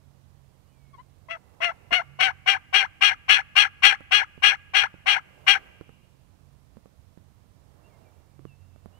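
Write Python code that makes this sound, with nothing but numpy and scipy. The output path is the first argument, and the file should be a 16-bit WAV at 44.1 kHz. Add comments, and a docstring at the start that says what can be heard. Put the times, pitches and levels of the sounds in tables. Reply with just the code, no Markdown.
"""At the edge of a field a hen turkey calls: two soft peeps, then fifteen raspy yelps that swell and even out.
Each yelp is a pulse train through moving resonances: a thin whistle, a break into rasp, an upward flick.
The woods answer faintly with slowly rising, decaying noise; a far songbird is a few gliding sine tones.
Two spaced microphones: the left faces the caller, the right favours a far hum (wavering harmonics),
a gusting breeze (coloured noise) and soft taps (decaying modes)."""
import sys
import numpy as np
from scipy import signal
from scipy.fft import rfft, irfft, next_fast_len
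from scipy.io import wavfile
from scipy.ndimage import uniform_filter1d

SR = 44100
rng = np.random.default_rng(int(sys.argv[2]) if len(sys.argv) > 2 else 0)


def unload_wav(signal):
    """Save mono or channel-first audio to the path in sys.argv[1] as 16-bit WAV at rate SR, clipped to [-1, 1]."""
    wavfile.write(
        sys.argv[1],
        SR,
        np.round(np.clip(np.atleast_2d(signal).T, -1, 1) * 32767).astype(np.int16),
    )


N = 396635  # samples
EDGE_HZ = 15700  # upper band limit
TAUT_HZ = 813.2  # pitch at which the tension of the voice counts as 1


def amp(db):
    """Level to amplitude ratio: 20 dB is a factor of ten."""
    return 10 ** (np.asarray(db) / 20)


def evened(x):
    """Normalisation to unit RMS."""
    return x / np.sqrt(np.mean(x ** 2) + 1e-20)


def read(points, hz):
    """A spectrum's value by linear interpolation on a logarithmic frequency axis."""
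    f, value = np.transpose(points)
    return np.interp(np.log(hz + 1), np.log(f + 1), value)


def add(mix, s, sound):
    """Superposition: a sound is summed into the mix from time s."""
    part = mix[max(round(s * SR), 0):][:len(sound)]
    part += sound[:len(part)]


def bump(x, at, width):
    """A Gaussian bell of height 1; width is its 1/e half width."""
    return np.exp(-((x - at) / width) ** 2)


def ramp(u, start):
    """Zero until start, then linear up to 1 at u = 1."""
    return np.maximum(u - start, 0) / max(1 - start, .01)


def wander(size, hz):
    """Low-pass noise of about unit RMS, rolling off above hz."""
    span = next_fast_len(size)
    f = np.fft.rfftfreq(span, 1 / SR)
    spectrum = rfft(rng.standard_normal(span)) / (1 + (f / hz) ** 4)
    return evened(irfft(spectrum, span))[:size]


def colour(x, points, size=4096):
    """Minimum-phase filter: the Hilbert transform of the log gain supplies the causal phase."""
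    log_gain = np.log(amp(read(points, abs(np.fft.fftfreq(size, 1 / SR)))))
    response = np.fft.ifft(np.exp(np.conj(signal.hilbert(log_gain)))).real
    return signal.oaconvolve(x, response[:size // 2])[:len(x)]


def resonate(x, hz, width):
    """A moving resonance: shift the curve hz to zero, low-pass by one pole, shift back."""
    turn = np.exp(2j * np.pi * np.cumsum(hz) / SR)
    r = np.exp(-np.pi * width / SR)
    return 2 * (turn * signal.lfilter([1 - r], [1, -r], x / turn)).real


def brush(x, t60):
    """Early scattering from ground and nearby stems: a decaying noise response of unit energy."""
    t = np.arange(SR // 8) / SR
    response = rng.standard_normal(len(t)) * amp(-60 * t / t60) * (t > .001)
    return signal.oaconvolve(x, response / np.linalg.norm(response))[:N]


def woods(x, rise_s=0.21):
    """Multiple scattering among trunks: a slowly rising tail with frequency-dependent decay."""
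    # spectrum of the answer: hz, gain_db
    answer_colour = [(300, -24.5), (800, 3), (1600, 3), (2900, -6), (3300, -12), (3700, -13.5), (5800, -7),
                     (12000, -21.5)]
    # reverberation time: hz, t60_s
    answer_t60 = [(300, 0.74), (1600, 0.78), (3000, 1.3), (6000, 0.11), (12000, 0.45)]
    hz, t, z = signal.stft(rng.standard_normal(int(1.5 * SR)), SR, nperseg=256)
    decay = amp(-60 * t / read(answer_t60, hz)[:, None])
    z = z * decay * (1 - np.exp(-t / rise_s))
    tail = evened(signal.istft(z, SR, nperseg=256)[1])
    return colour(signal.fftconvolve(x, tail / np.linalg.norm(tail))[:N], answer_colour)


def field():
    """Broadband noise: steady air, and a breeze whose amplitude is modulated by gusts."""
    # spectrum of the still air, relative: hz, density_db (per Hz)
    air_colour = [(20, -19), (76, -1), (110, -6.5), (185, -16), (260, -17), (400, -25), (1000, -28),
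                  (1500, -34), (10000, -42), (15500, -46.5)]
    # balance of the air, left minus right: hz, difference_db
    air_side = [(25, -14.5), (60, -27.5), (200, -23), (400, -18.5), (1300, -5), (2400, -4), (4400, -10),
                (15000, -10.5)]
    # spectrum of the breeze, relative: hz, level_db
    breeze_colour = [(100, -23.5), (300, -1.5), (600, 0.5), (1000, -5.5), (1600, -13.5), (3000, -24.5),
                     (12000, -29.5)]
    # gusts in the grass, added to the breeze before the side gains: peak_s, half_width_s, level_db
    gusts = [(1.7, .35, -67), (5.522, .24, -61.5), (7.95, .27, -66.5), (8.98, .12, -68.5)]
    air_db, breeze_db = -60.5, -74.5  # before the side gains; breeze between gusts
    span = next_fast_len(N)
    t, hz = np.arange(N) / SR, np.fft.rfftfreq(span, 1 / SR)
    lean = amp(read(air_side, hz))
    sides = 2 * np.array([lean, np.ones(len(hz))]) / np.sqrt(1 + lean ** 2)
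    air = [evened(colour(rng.standard_normal(N), air_colour, size=16384)) for _ in sides]
    air = amp(air_db) * irfft(rfft(air, span) * sides, span)[:, :N]
    breeze = np.array([evened(colour(rng.standard_normal(N), breeze_colour)) for _ in sides])
    strength = amp(breeze_db) + sum(amp(db) * bump(t, s, width) for s, width, db in gusts)
    return air + breeze * strength * amp([[-6], [5]])  # left, right dB


def hum(flicker_db=3, fourth_db=-5):
    """A harmonic series: lines 2, 3 and 4 share a wavering pitch; 2 and 3 flicker and swell."""
    # swells of single lines, before flicker and side gains: multiple, peak_s, half_width_s, level_db
    swells = [(3, .65, 0.44, -63), (3, 2.12, 0.16, -58), (2, 2.6, .2, -66.5), (2, 4.9, 0.25, -61),
              (3, 5.5, .14, -65), (3, 8.45, 0.144, -60), (2, 8.6, .45, -62.5)]
    base_hz, waver = 45.4, .014  # mean pitch; its RMS wander as a share
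    rest_db = -66.5  # between swells, before flicker and side gains
    t = np.arange(N) / SR
    turn = 2 * np.pi * np.cumsum(base_hz * (1 + waver * wander(N, hz=4.3))) / SR
    out = amp(rest_db + fourth_db) * np.sin(2 * 2 * turn)
    for k in (2, 3):
        level = amp(rest_db) + sum(amp(db) * bump(t, s, width) for line, s, width, db in swells if line == k)
        out += level * amp(flicker_db * wander(N, hz=4)) * np.sin(k * turn)
    return out * amp([[-18], [7]])  # left, right dB


def whistles(rows, overtone_db, settle, count):
    """Frequency glides: phase integrates a pitch settling on its last value; overtones are weaker."""
    out = np.zeros(N)
    for s, length, db, first_hz, last_hz in rows:
        u = np.linspace(0, 1, int(length * SR))
        hz = last_hz + (first_hz - last_hz) * (1 - u) ** settle
        turn = 2 * np.pi * np.cumsum(hz) / SR
        tone = sum(amp(overtone_db * np.sqrt(k)) * np.sin((k + 1) * turn) for k in range(count))
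        add(out, s, amp(db) * evened(tone * np.sin(np.pi * u)))
    return out


def songbird():
    """A small bird far off among the trees: pure gliding tones and their scattered answer."""
    # song notes, level before the side gain: start_s, length_s, level_db, first_hz, last_hz
    notes = [(.66, 0.4, -79.5, 2700, 2145), (.66, 0.099, -81, 2850, 2990), (7.83, 0.065, -69.5, 2650, 2770),
             (7.88, 0.11, -75.5, 2650, 2100), (8.04, .068, -74, 2520, 2300), (8.46, .1, -67.5, 3050, 2625),
             (8.55, 0.17, -84, 2780, 2740), (8.92, 0.08, -72.5, 2650, 2980)]
    song = whistles(notes, overtone_db=-30, settle=3.2, count=1)
    return np.array([song * amp(-3), song]) + amp(-12) * woods(song)


def gesture(t, length, tension, rasp):
    """Articulation of a yelp: pitch factor, level dB, rasp and throat resonance Hz follow its course."""
    # places and widths are shares of the length u unless named _s
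    u = t / length
    haste = tension ** 2.4  # a slack, low voice takes longer to start and to settle after the break
    # pitch: a shallow arch, then the upward flick
    flick = ramp(u, .77)
    bend = 1 - .45 * (u - .42) ** 2 + flick ** 2
    # level: quick attack, hold, steady sag, a brief catch as the throat shuts, release
    attack_db, attack_s = 27, .017  # time at tension 1
    sag_db, catch_db, release_db = 13, 6, 15
    level_db = -attack_db * np.maximum(1 - haste * t / attack_s, 0) - sag_db * ramp(u, 0.32)
    level_db = level_db - catch_db * bump(u, 0.7, 0.026) - release_db * ramp(u, 0.81)
    # rasp: a base that leaves the flick clean, a burst as the throat shuts, another as the voice breaks
    lasting = 0.48 * np.exp(-6 * flick) + 0.57 * bump(u, .72, 0.074)
    breaking = rasp * 0.51 * bump(haste * u, .19, .12)
    rough = breaking + lasting * tension ** 5.5  # a taut voice stays raspy until the clean upward flick
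    # the throat opens slowly, closes faster; a taut voice raises its resonance
    shut_hz, open_hz = 900, 2850  # at tension 1
    mouth = bump(u, 0.43, np.where(u < 0.43, 0.71, 0.36))
    opening_hz = (shut_hz + (open_hz - shut_hz) * mouth) * tension ** 0.98
    return bend, level_db, rough, opening_hz


def windpipe(treble_db):
    """Formants: the powers of the resonances add, with treble_db per octave of tilt above 3 kHz."""
    # resonances of windpipe and beak: centre_hz, width_hz (between -6 dB points), peak_db (before tilt)
    resonances = [(478.3, 110, -5.5), (802, 100, 8), (1296, 250, 6), (1399, 260, 4), (1679, 220, 8),
                  (2110, 320, 4.5), (2462, 860, -4.5), (2818, 470, 2.5), (3255, 260, -1), (3730, 440, -6.5),
                  (4293, 370, 0), (4600, 170, -9.5), (5693, 630, 2.5), (7070, 1500, -10.5),
                  (8396, 1100, -8), (10000, 3000, -12.5), (13000, 3000, -34)]
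    hz = np.geomspace(30, SR / 2, 500)
    power = sum(amp(db) ** 2 / (1 + (2 * (hz - f) / width) ** 2) ** 2 for f, width, db in resonances)
    tilt = treble_db * np.log2(np.maximum(hz / 3000, 1))
    return np.transpose([hz, 10 * np.log10(power) + tilt])


def yelp(row, chance, jitter=0.05, flutter=0.55, flutter_drift=.03, flutter_sink=.35, second_db=-4, hiss=1.0,
         throat_width=1500, leak=0.057, whistle_hz=1120, whistle_db=-19, whistle_s=0.009):
    """Source and filter: membrane pulses, modulated by a higher flutter, pass a throat that opens and shuts."""
    s, length, db, pitch_hz, rasp = row
    tension = pitch_hz / TAUT_HZ
    # calls pushed above easy_db fade faster and have less fundamental; louder is brighter
    easy_db, flutter_hz, rattle_db = -10, 1201.4, 2  # flutter pitch at tension 1 and bend 1
    push_db = max(db - easy_db, 0)
    fade_db, fundamental_db = 0.73 * push_db, -13.5 - 3.3 * push_db
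    treble_db = 0.16 * (db - easy_db)
    t = np.arange(int(length * SR)) / SR
    slip, drift, rattle, air = chance[:, int(s * SR):][:, :len(t)]
    bend, level_db, rough, opening_hz = gesture(t, length, tension, rasp)
    hz = pitch_hz * bend * (1 + jitter * rough * slip)
    turn = 2 * np.pi * np.cumsum(hz) / SR
    # quadratic phases spread each pulse over its cycle: a buzz without sharp clicks
    harmonics = np.arange(22) + 1
    pulses = evened(sum(np.cos(k * turn + k * k * np.pi / 7) * (k * hz < EDGE_HZ) for k in harmonics))
    # the flutter, near one and a half times the pitch, puts fuzzy lines between the harmonics
    sink = 1 - flutter_sink * ramp(t / length, 0.42)  # it sinks as the throat shuts
    second_hz = flutter_hz * tension ** .3 * bend * sink * (1 + flutter_drift * drift)
    second = np.cos(2 * np.pi * np.cumsum(second_hz) / SR)
    drive = pulses * (1 + 2 * flutter * rough * second) + rough * (hiss * air + amp(second_db) * second)
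    voice = resonate(resonate(drive, opening_hz, throat_width), opening_hz, throat_width)
    # some drive leaks past the throat; harder blowing lets more treble out
    voice = colour(voice + leak * amp(.7 * level_db) * drive, windpipe(treble_db))
    voice /= np.sqrt(uniform_filter1d(voice ** 2, size=260) + 1e-12)  # flatten the level over 6 ms
    # the rasp shakes the loudness
    voice_db = level_db - fade_db * (t / length + 0.38) + rattle_db * (rough * rattle - 0.53)
    # the membrane's own swing fades more slowly than the rest of the voice
    swing_db = fundamental_db + 0.35 * level_db - 3.4 * rough
    fundamental = np.sqrt(2) * amp(swing_db) * np.sin(turn)
    # a thin whistle sounds just before the voice breaks
    pure = 2 * np.pi * np.cumsum(whistle_hz * tension ** .4 * (1 - 4 * (t - .005))) / SR
    whistle = (np.sin(pure) + 0.45 * np.sin(2 * pure)) * np.sin(np.pi * np.minimum(t / whistle_s, 1))
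    whistle *= amp(whistle_db - .5 * (db - easy_db))
    sound = voice * amp(voice_db) + fundamental + whistle
    return s, amp(db) * sound * signal.windows.tukey(len(t), .04)


def turkey():
    """Propagation: direct voice, reaching the right microphone 2 ms earlier, and scatter from grass and woods."""
    # soft opening peeps, level before flicker: start_s, length_s, level_db, first_hz, last_hz
    peep_rows = [(.93, .036, -51, 1155, 1040), (.976, 0.044, -47, 920, 1060)]
    # yelps: start_s, length_s, level_db (before envelope), pitch_hz (top of the arch, before jitter),
    # rasp (factor on the burst at the break)
    yelp_rows = [(1.285, 0.091, -26.5, 675, 0.6), (1.603, .122, -16.5, 699.4, 2.15),
                 (1.907, 0.12, -14, 731.7, 1.9), (2.189, .13, -11.5, 774, 1.2), (2.46, .12, -12, 802, 1.1),
                 (2.727, .14, -10.5, 813.3, 0.58), (3.008, 0.14, -7.5, 825, 1.04),
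                 (3.281, .14, -8, 836.7, 0.59), (3.553, .13, -5.5, 828.3, 0.95),
                 (3.821, 0.14, -5, 825, 1.32), (4.109, 0.14, -9.5, 831, 0.52),
                 (4.421, .14, -7.5, 824.8, 0.65), (4.735, .14, -11, 826, 0.54),
                 (5.058, 0.14, -11, 823.5, 1.38), (5.465, .12, -5.5, 814.3, 0.98)]
    # colour of the path to the right microphone: hz, gain_db
    far_path = [(200, -8), (500, -1.5), (780, -8), (1170, -13), (1790, -16), (2740, -15), (4190, -21.5),
                (6400, -6.5), (10000, -10), (15000, -7.5)]
    # shared chance: pitch slip, flutter drift, rattle, breath noise
    chance = np.array([wander(N, hz=328.7), wander(N, hz=157), wander(N, hz=120), rng.standard_normal(N)])
    voice = whistles(peep_rows, overtone_db=-14.5, settle=1.14, count=4) * (1 + 0.2 * wander(N, hz=900))
    for row in yelp_rows:
        add(voice, *yelp(row, chance))
    lead, brush_db, brush_t60 = 92, -13, .07  # samples; left scatter dB; s
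    left = voice + amp(brush_db) * brush(voice, t60=brush_t60)
    right = colour(np.roll(voice, -lead) + brush(voice, t60=brush_t60), far_path)
    return np.array([left + amp(-42.5) * woods(voice), right + amp(-42.0) * woods(voice)])


def taps(tick_db=-17, tick_t60=0.0055):
    """Modal ringing: small dull knocks by the right microphone excite damped modes and a noise tick."""
    # taps, peak before the side gain: start_s, peak_db, brightness_db (per octave about 400 Hz; gain of the tick)
    tap_rows = [(1.92, -31, 2.5), (4.007, -38, 4), (4.378, -38, -3.5), (4.942, -39, -5), (5.811, -34.5, 0),
                (5.893, -41.5, 2.5), (6.77, -39, -2.5), (6.858, -42, 0.5), (7.175, -40.5, -4.5),
                (8.393, -41.5, -2.5), (8.453, -34.5, -0.5), (8.761, -46, 1), (8.859, -35.5, -0.5)]
    # modes, pitch and level before each tap's chance and brightness: hz, level_db, t60_s
    modes = [(215, 0, .055), (275, 0, .04), (370, -2, .025), (520, 0, .025), (640, -4, .02),
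             (900, -6, .015), (1350, -6, .015)]
    out, t = np.zeros(N), np.arange(SR // 8) / SR
    for s, db, bright_db in tap_rows:
        ring = np.zeros(len(t))
        for hz, level, t60 in modes:
            mode_db = level + bright_db * np.log2(hz / 400) - 60 * t / t60
            ring += amp(mode_db) * np.sin(2 * np.pi * hz * rng.uniform(0.62, 1.2) * t)
        tick = amp(tick_db + bright_db - 60 * t / tick_t60) * rng.standard_normal(len(t))
        add(out, s, amp(db) * (ring + tick) / abs(ring + tick).max())
    return np.array([amp(-15.5) * brush(out, t60=0.054), amp(8) * out])


def scene():
    """Linear superposition of all sources at the two microphones."""
    return field() + hum() + songbird() + turkey() + taps()


def record(dry, bend=0.049):
    """Nonlinear distortion: a lopsided square-law bend and clipping at full scale, then the band limit."""
    loud = np.clip(dry + bend * dry ** 2, -1, 1)
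    low_pass = signal.firwin(511, EDGE_HZ, window=("kaiser", 9), fs=SR)
    return signal.oaconvolve(loud, low_pass[None], "same")


dry = scene()
out = record(dry)
unload_wav(out)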